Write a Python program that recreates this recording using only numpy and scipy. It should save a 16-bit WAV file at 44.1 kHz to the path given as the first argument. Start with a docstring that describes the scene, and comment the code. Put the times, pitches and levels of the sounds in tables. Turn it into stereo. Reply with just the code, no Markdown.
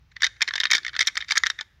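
"""Outdoors among trees, a hand-held deer rattle is worked in quick runs before a stereo microphone pair.
A low rumble with a trace of hiss lies behind it, made of filtered noise and stronger on the right.
Two toothed plastic halves clash and grind: each contact is a scraping crack of noise that rings
decaying plastic modes; square seatings add thunks of the hollow grips. Hands and body scatter the
sound close by, and the trunks answer faintly through decaying noise tails."""
import sys
import numpy as np
from scipy import signal
from scipy.fft import rfft, irfft, next_fast_len
from scipy.io import wavfile
from scipy.ndimage import uniform_filter1d, minimum_filter1d, map_coordinates

SR = 44100
rng = np.random.default_rng(int(sys.argv[2]) if len(sys.argv) > 2 else 0)


def bounce(signal):
    """Save signal as a 16-bit WAV file at the path given by the first command-line argument."""
    frames = np.transpose(np.atleast_2d(signal))
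    limited = np.clip(frames, -1, 1)
    pcm = np.round(limited * 32767).astype(np.int16)
    wavfile.write(sys.argv[1], SR, pcm)


N = 79380  # samples, 1.8 s


def amp(db):
    """Decibels to gain."""
    return 10 ** (np.asarray(db) / 20)


def unit(x):
    """Scale to rms 1."""
    return x / np.sqrt(np.mean(x ** 2) + 1e-20)


def along(points, hz):
    """Read a curve of (frequency, value) points on a log frequency axis."""
    point_hz, value = np.transpose(points)
    return np.interp(np.log(hz + 1), np.log(point_hz + 1), value)


def filtered(x, response):
    """Filter x by a complex response, given as a function of frequency."""
    size = next_fast_len(N + SR // 2)
    spectrum = rfft(x, size) * response(np.fft.rfftfreq(size, 1 / SR))
    return irfft(spectrum, size)[..., :N]


def causal(gain):
    """Minimum-phase response with the shape of the given gain and unit energy."""
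    cepstrum = irfft(np.log(gain + 1e-9))
    half = cepstrum.shape[-1] // 2
    # fold the backward half onto the forward half
    cepstrum[..., 1:half] *= 2
    cepstrum[..., half + 1:] = 0
    response = np.exp(rfft(cepstrum))
    return response / np.sqrt(np.mean(np.abs(response) ** 2, axis=-1, keepdims=True))


# colour of the outdoor floor: freq_hz [Hz], relative density_db [dB per Hz]
AIR_COLOUR = [(20, -39), (40, -12.5), (62, -1.5), (100, -10), (150, -15), (230, -28), (500, -35.5),
              (1000, -32.5), (2000, -32), (6000, -41.5), (8500, -62), (15000, -52.5)]
AIR_DB, AIR_LEFT_DB = -59, -13  # floor level; left against right
SWELL_DB, SWELL_POINTS_PER_S = 3.5, 13  # greatest rise or fall; random level points per second
RUMBLE_HZ = 220  # soft upper edge of the part that swells


def air():
    """Low outdoor rumble that swells gently under a steady trace of hiss, stronger on the right."""
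    shared, extra = filtered(rng.standard_normal((2, N)), lambda hz: amp(along(AIR_COLOUR, hz)))
    pair = np.array([shared + .5 * extra, shared])
    rumble = filtered(pair, lambda hz: np.exp(-(hz / RUMBLE_HZ) ** 2))
    position = np.arange(N) * SWELL_POINTS_PER_S / SR
    wander = map_coordinates(rng.standard_normal(SR // 100), [position])
    swell = amp(SWELL_DB * np.tanh(wander))
    left, right = pair + (swell - 1) * rumble
    return amp(AIR_DB) * np.array([amp(AIR_LEFT_DB) * unit(left), unit(right)]) * np.sqrt(2)


def answer(colour, t60, size):
    """Stereo scatter tail of decaying noise, left at unit energy; t60 is a function of frequency."""
    hz, t, noise = signal.stft(rng.standard_normal((2, size)), SR, nperseg=256)
    hz = hz[:, None]
    level_db = along(colour, hz) - 60 * t / t60(hz)
    tail = signal.istft(noise * amp(level_db), SR, nperseg=256)[1]
    return tail / np.linalg.norm(tail[0])


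# how long the trunks answer: freq_hz [Hz], t60_s [s]
TRUNK_DECAY = [(300, 1), (2000, 0.67), (7000, 0.44), (12000, 1.6)]
# colour of the trunks' answer: freq_hz [Hz], relative level_db [dB]
TRUNK_COLOUR = [(200, 18.5), (900, -1.5), (2000, 0), (5000, -2), (7400, -1), (8500, -10.5), (15000, -3)]
# colour of the close scatter off hands and body: freq_hz [Hz], relative level_db [dB]
BODY_COLOUR = [(300, 13.5), (2000, 23), (7000, -25), (10000, -3), (14000, 4.5)]
TRUNKS_DB, BODY_DB, BODY_T60_S = -23, -20, 0.05  # gain of each scatter; close decay


def woods(x, count=16):
    """Short scatter from hands and body, changing as they move, and a long faint answer from the trunks."""
    far = answer(TRUNK_COLOUR, lambda hz: along(TRUNK_DECAY, hz), SR)
    out = amp(TRUNKS_DB) * signal.fftconvolve(x[None], far, axes=1)[:, :N]
    for pose in range(count + 1):
        # crossfade from one pose to the next
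        share = np.sqrt(np.maximum(0, 1 - np.abs(np.arange(N) * count / N - pose)))
        near = answer(BODY_COLOUR, lambda hz: BODY_T60_S, SR // 10)
        out += amp(BODY_DB) * signal.oaconvolve((x * share)[None], near, axes=1)[:, :N]
    return out


# level between the microphones: freq_hz [Hz], left_minus_right_db [dB]
MIC_BALANCE = [(100, -18.5), (400, -11.5), (750, -2), (1250, -4.5), (1800, -8.5), (2200, -9), (2700, -0.5),
               (3400, -17.5), (4700, -17.5), (5900, -14), (7100, 0.5), (8200, -1.5), (15000, 0.5)]
# phase between the microphones: freq_hz [Hz], left_lead_rad [rad]
MIC_LEAD = [(100, -2.5), (500, -1), (1050, -7), (1700, -6.5), (2600, -8), (3000, -8.5), (3600, -8),
            (4500, -7), (4900, -6), (6700, -4), (8000, -4), (11000, -2), (12700, -7)]


def ports(hz):
    """Gain and phase of the left and right microphones toward the rattle, at constant total power."""
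    ratio = amp(along(MIC_BALANCE, hz))
    left = ratio * np.exp(1j * along(MIC_LEAD, hz))
    return np.array([left, np.ones(len(hz))]) * np.sqrt(2 / (1 + ratio ** 2))


RING_RISE_S, DETUNE = 0.00035, 0.02  # onset of every mode; its random spread of pitch, as a fraction
# modes of the hollow grips: pitch_hz [Hz, before detuning], relative level_db [dB], t60_s [s]
GRIP_MODES = [(915, -3, 0.039), (1134, 5.5, 0.014)]
# the halves seat squarely: start_s [s], level_db [dB, added to each mode's]
SEATINGS = [(0.246, -31), (0.4223, -29.5), (0.538, -38), (0.5556, -33), (0.7335, -34.5), (1.3083, -41),
            (1.3201, -26.5), (1.6103, -38)]


def knocks(size=4096):
    """When the halves seat squarely, the hollow grips give a short thunk of decaying modes."""
    t = np.arange(size) / SR
    out = np.zeros(N + size)
    for start_s, level_db in SEATINGS:
        start = round(start_s * SR)
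        for pitch_hz, db, t60 in GRIP_MODES:
            fade = amp(level_db + db - 60 * t / t60) * (1 - np.exp(-t / RING_RISE_S))
            tuned_hz = pitch_hz * (1 + DETUNE * rng.standard_normal())
            out[start:start + size] += fade * np.sin(2 * np.pi * tuned_hz * t)
    return out[:N]


# colour of plastic slipping on plastic: freq_hz [Hz], relative density_db [dB per Hz]
CRACK_COLOUR = [(100, -34), (350, -20.5), (620, -18.5), (950, -16), (1350, -3.5), (1800, -3), (2200, 1),
                (2680, -9), (3150, -8.5), (3650, -3), (4300, -9), (4800, -11.5), (5900, -11), (7200, -15.5),
                (8000, -27), (9300, -21.5), (12200, -40), (14400, -43), (16000, -48.5)]


def crack(size):
    """Spectrum of one sharp slip of plastic on plastic."""
    return causal(amp(along(CRACK_COLOUR, np.fft.rfftfreq(size, 1 / SR))))


GRIND_PER_S, GRIND_DB = 1300, -19  # mean rate of slips; gain against the contact pressure
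GRIND_AFTER_S = 0.0072  # time constant of the pressure's power


def grinding(clicks, size=4096):
    """Tiny slips at random moments follow each contact while the teeth slide under pressure."""
    keep = np.exp(-1 / (GRIND_AFTER_S * SR))
    pressure = np.sqrt(signal.lfilter([1 - keep], [1, -keep], clicks ** 2))
    slips = (rng.random(N) < GRIND_PER_S / SR) * rng.standard_normal(N)
    body = irfft(crack(size))
    return amp(GRIND_DB) * signal.fftconvolve(unit(slips) * pressure, body)[:N]


# modes of the plastic: pitch_hz [Hz, before detuning], relative level_db [dB], t60_s [s]
PLASTIC_MODES = [(1687, -7.5, 0.016), (1779, -1, 0.025), (2280, 1.5, 0.0087), (3070, -7, 0.04),
                 (3235, -0.5, 0.021), (3679, 3.5, 0.027), (4223, -11.5, .028), (4790, -1.5, 0.014),
                 (5547, -2, 0.012), (7390, -23.5, 0.025)]
CRACK_T60_S, CRACK_RISE_S = 0.0059, 0.0019
RING_DB, MODE_SCATTER_DB = -22, 0.5  # ring against crack; random spread of each mode's level
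REBOUND_S, REBOUND_DB = 0.0025, -11  # a tooth bounces once: mean flight, level against the blow
SCRAPE_DB, SCRAPE_RISE_S, SCRAPE_FADE_S = -18, 0.0038, 0.0043  # level at mean force; around the blow
LIGHT_SCRAPES = 0.98  # dB more scrape for each dB that a contact is lighter


def strike(t):
    """Envelope of one blow: a quick rise into an exponential fade."""
    return amp(-60 * t / CRACK_T60_S) * (1 - np.exp(-t / CRACK_RISE_S))


def contacts(force_db, lead, size=4096):
    """Spectra of contacts: crack, rebound and brief scrape, plus modes struck differently each time."""
    count = len(force_db)
    clock = (np.arange(size) - lead) / SR  # zero at the blow
    t = np.maximum(clock, 0)
    flight = REBOUND_S * (.5 + rng.random((count, 1)))
    blow = strike(t) + amp(REBOUND_DB) * strike(np.maximum(clock - flight, 0))
    scrape_db = SCRAPE_DB - LIGHT_SCRAPES * (force_db - force_db.mean())[:, None]
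    slide = np.exp(np.minimum(clock, 0) / SCRAPE_RISE_S - t / SCRAPE_FADE_S)
    scrape = amp(scrape_db) * strike(t).max() * slide
    # a product of two noises is spikier than one
    slips = rng.standard_normal((count, size)) * rng.standard_normal((count, size))
    ring = np.zeros((count, size))
    for pitch_hz, db, t60 in PLASTIC_MODES:
        gain, tune, phase = rng.standard_normal((count, 3)).T[:, :, None]
        fade = amp(-60 * t / t60) * (1 - np.exp(-t / RING_RISE_S))
        tone = np.sin(2 * np.pi * (pitch_hz * (1 + DETUNE * tune) * t + phase))
        ring += amp(db + MODE_SCATTER_DB * gain) * fade * tone
    return rfft(slips * (blow + scrape)) * crack(size) + amp(RING_DB) * rfft(ring)


# borders between low ring, upper ring, snap and sizzle: edge_hz [Hz]
BAND_EDGES = [2846, 4870, 7630]
# tooth contacts: start_s [s]; relative low_ring_db, upper_ring_db, snap_db [dB]; low_ring_hz [Hz]
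TOOTH_CONTACTS = [(0.119, -48.5, -52, -59, 1700), (0.1651, -28.5, -34.5, -46.5, 1920),
                  (0.2067, -35.5, -34.5, -46, 2130), (0.2203, -16.5, -22, -19.5, 1860),
                  (0.232, -10.5, -11, -28, 1790), (0.2393, -21.5, -17, -38, 1960),
                  (0.2426, -11.5, -12.5, -14.5, 1960), (0.248, -18, -16, -21.5, 1900),
                  (0.2581, -31.5, -24.5, -34, 1880), (0.2659, -24, -16, -24.5, 1940),
                  (0.2692, -23.5, -29.5, -31.5, 1760), (0.3666, -47, -52, -58, 1750),
                  (0.408, -20, -30, -34, 1820), (0.4177, -11.5, -11, -23, 2000),
                  (0.4221, -11, -48, -12.5, 2140), (0.4255, -19.5, -17, -25.5, 2100),
                  (0.4775, -21, -20.5, -30, 1900), (0.4837, -19, -56, -30, 2050),
                  (0.4876, -19.5, -25, -30.5, 1910), (0.508, -23, -28, -46, 1630),
                  (0.537, -20, -20.5, -28.5, 1830), (0.5557, -21, -18, -29.5, 1800),
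                  (0.5597, -25.5, -21.5, -26, 1900), (0.579, -18.5, -24.5, -32, 1960),
                  (0.601, -26.5, -11.5, -20, 1970), (0.604, -18.5, -19, -38, 2020),
                  (0.6115, -23, -21.5, -30, 1810), (0.6344, -18, -14, -35, 1800),
                  (0.6395, -26.5, -21, -23, 1830), (0.6541, -11.5, -13, -25, 2120),
                  (0.6691, -27, -22.5, -42, 2030), (0.698, -32.5, -58.5, -59.5, 1960),
                  (0.7038, -18.5, -18.5, -28.5, 2020), (0.7125, -13, -20, -11.5, 2300),
                  (0.7162, -16, -9, -13.5, 2080), (0.7185, -11, -18, -24.5, 2190),
                  (0.7324, -12, -15.5, -13, 1700), (0.735, -17.5, -11, -24.5, 1810),
                  (0.7427, -22, -16, -34, 1740), (0.7495, -10.5, -16.5, -16, 2156),
                  (0.753, -20, -13.5, -17.5, 2000), (0.7616, -30.5, -25, -25.5, 2066),
                  (0.768, -26.5, -20.5, -26.5, 1900), (0.7809, -22.5, -20.5, -26, 1770),
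                  (0.8325, -41.5, -35.5, -49, 1790), (0.8485, -21.5, -28, -32.5, 1760),
                  (0.8646, -18, -25, -32, 2040), (0.8803, -24, -25.5, -33, 1840),
                  (0.8925, -32.5, -31, -48, 1860), (0.933, -33, -39, -47, 1890),
                  (0.9413, -29, -34, -60.5, 1780), (0.9513, -26.5, -30, -44, 1630),
                  (0.9646, -21, -21, -31, 1600), (0.9915, -8.5, -11.5, -13, 1910),
                  (1.0063, -9, -19.5, -18.5, 2150), (1.0095, -17, -10, -20, 1990),
                  (1.0121, -18, -41, -17.5, 1980), (1.0194, -20, -16.5, -28, 2060),
                  (1.0269, -20, -26.5, -25.5, 2140), (1.05, -37.5, -32.5, -54, 1850),
                  (1.0625, -35.5, -49.5, -36, 1900), (1.0711, -19, -17, -12.5, 2110),
                  (1.0746, -18, -10.5, -13.5, 2080), (1.08, -21.5, -17, -33, 1910),
                  (1.0824, -17.5, -29.5, -23, 1980), (1.1547, -27, -32.5, -31.5, 2000),
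                  (1.1694, -22.5, -16, -44.5, 1800), (1.1741, -14, -31, -18.5, 2060),
                  (1.2054, -26.5, -26.5, -39, 1620), (1.2115, -34.5, -22, -40.5, 1850),
                  (1.223, -23, -29.5, -51.5, 1900), (1.2454, -37.5, -41, -47, 1850),
                  (1.284, -35.5, -31, -39.5, 2140), (1.2904, -28.5, -35.5, -34, 1810),
                  (1.2999, -32.5, -27.5, -35.5, 1700), (1.3076, -13.5, -16, -24.5, 2200),
                  (1.3113, -17.5, -32.5, -21.5, 2040), (1.3197, -14.5, -11.5, -15.5, 1730),
                  (1.3551, -19, -25.5, -30.5, 1770), (1.3608, -19.5, -39.5, -25, 1780),
                  (1.3687, -18, -28, -20.5, 1720), (1.3724, -9, -16, -25, 1720),
                  (1.3775, -18, -14, -9, 1760), (1.4356, -9, -16.5, -21.5, 1740),
                  (1.456, -27.5, -33, -33.5, 1970), (1.462, -17.5, -20.5, -27.5, 1730),
                  (1.4673, -13.5, -14.5, -17.5, 1730), (1.5005, -17.5, -15.5, -19, 1580),
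                  (1.5889, -24.5, -26.5, -39, 1840), (1.5975, -29, -60.5, -57.5, 1713),
                  (1.61, -27, -21.5, -30, 1750)]
CLICK_DB, CLICK_S = -0.5, 0.0022  # gain on all contacts; time over which a level is counted
FOCUS_DB, FOCUS_WIDTH_HZ = 14, 316  # the point struck favours one part of the low ring
RIPPLE_DB, RIPPLE_STEP_HZ = 2.5, 384.6  # random smooth ripple in each contact's colour: depth, point spacing
# top octave against the snap at a reference snap level; dB of sizzle per dB of snap
SIZZLE_DB, SIZZLE_REF_DB, SIZZLE_GROWS = -16.5, -23.5, 1.134


def teeth(size=4096, order=16):
    """Tooth contacts, each with its own balance of ring and snap; hard snaps sizzle more."""
    times, low_db, upper_db, snap_db, centre_hz = np.transpose(TOOTH_CONTACTS)
    sizzle_db = SIZZLE_REF_DB + SIZZLE_DB + SIZZLE_GROWS * (snap_db - SIZZLE_REF_DB)
    hz = np.fft.rfftfreq(size, 1 / SR)
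    low, upper, snap = (1 / (1 + (hz / edge) ** order) for edge in BAND_EDGES)
    bands = [(low, low_db), (upper - low, upper_db), (snap - upper, snap_db), (1 - snap, sizzle_db)]
    lead = size // 8  # samples kept free for the scrape before the blow
    focus = amp(FOCUS_DB / (1 + ((hz - centre_hz[:, None]) / FOCUS_WIDTH_HZ) ** 2))
    knots = rng.standard_normal((len(times), size // 32))
    ripple = [map_coordinates(row, [hz / RIPPLE_STEP_HZ], mode="mirror") for row in knots]
    focus = focus * amp(RIPPLE_DB * np.array(ripple))
    raw = contacts(np.maximum(low_db, upper_db), lead)
    colour = 0
    for band, db in bands:
        # bring each band of each contact to its own level
        norm = np.linalg.norm(irfft(raw * focus * band), axis=1)
        gain = amp(db + CLICK_DB) * np.sqrt(CLICK_S * SR) / norm
        colour = colour + focus * band * gain[:, None]
    clicks = irfft(raw * causal(colour)) * np.sqrt(np.mean(colour ** 2, axis=1, keepdims=True))
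    out = np.zeros(N + 2 * size)
    for start_s, click in zip(times, clicks):
        start = round(start_s * SR)
        out[start:start + size] += click
    return out[lead:lead + N]


PORT_UNLIKE = 0.42  # share of amplitude that the left microphone hears differently


def scene():
    """The rattle at the two microphones, with the woods and the air."""
    clicks = teeth()
    rattle = clicks + grinding(clicks) + knocks()
    left = np.sqrt(1 - PORT_UNLIKE ** 2) * rattle + PORT_UNLIKE * teeth()
    pair = np.array([left, rattle])
    return filtered(pair + woods(rattle), ports) + air()


CEILING, LIMIT_S = 1, 0.0022  # limiter: highest level; time over which it ducks
TOP_HZ = 15900  # band limit


def record(dry):
    """The recorder ducks the hardest peaks on both channels, then cuts steeply above its band limit."""
    size = int(LIMIT_S * SR)
    needed = np.minimum(1, CEILING / (np.abs(dry).max(axis=0) + 1e-9))
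    gain = uniform_filter1d(minimum_filter1d(needed, size), size)
    return filtered(dry * gain, lambda hz: 1 / (1 + (hz / TOP_HZ) ** 80))


dry = scene()
out = record(dry)
bounce(out)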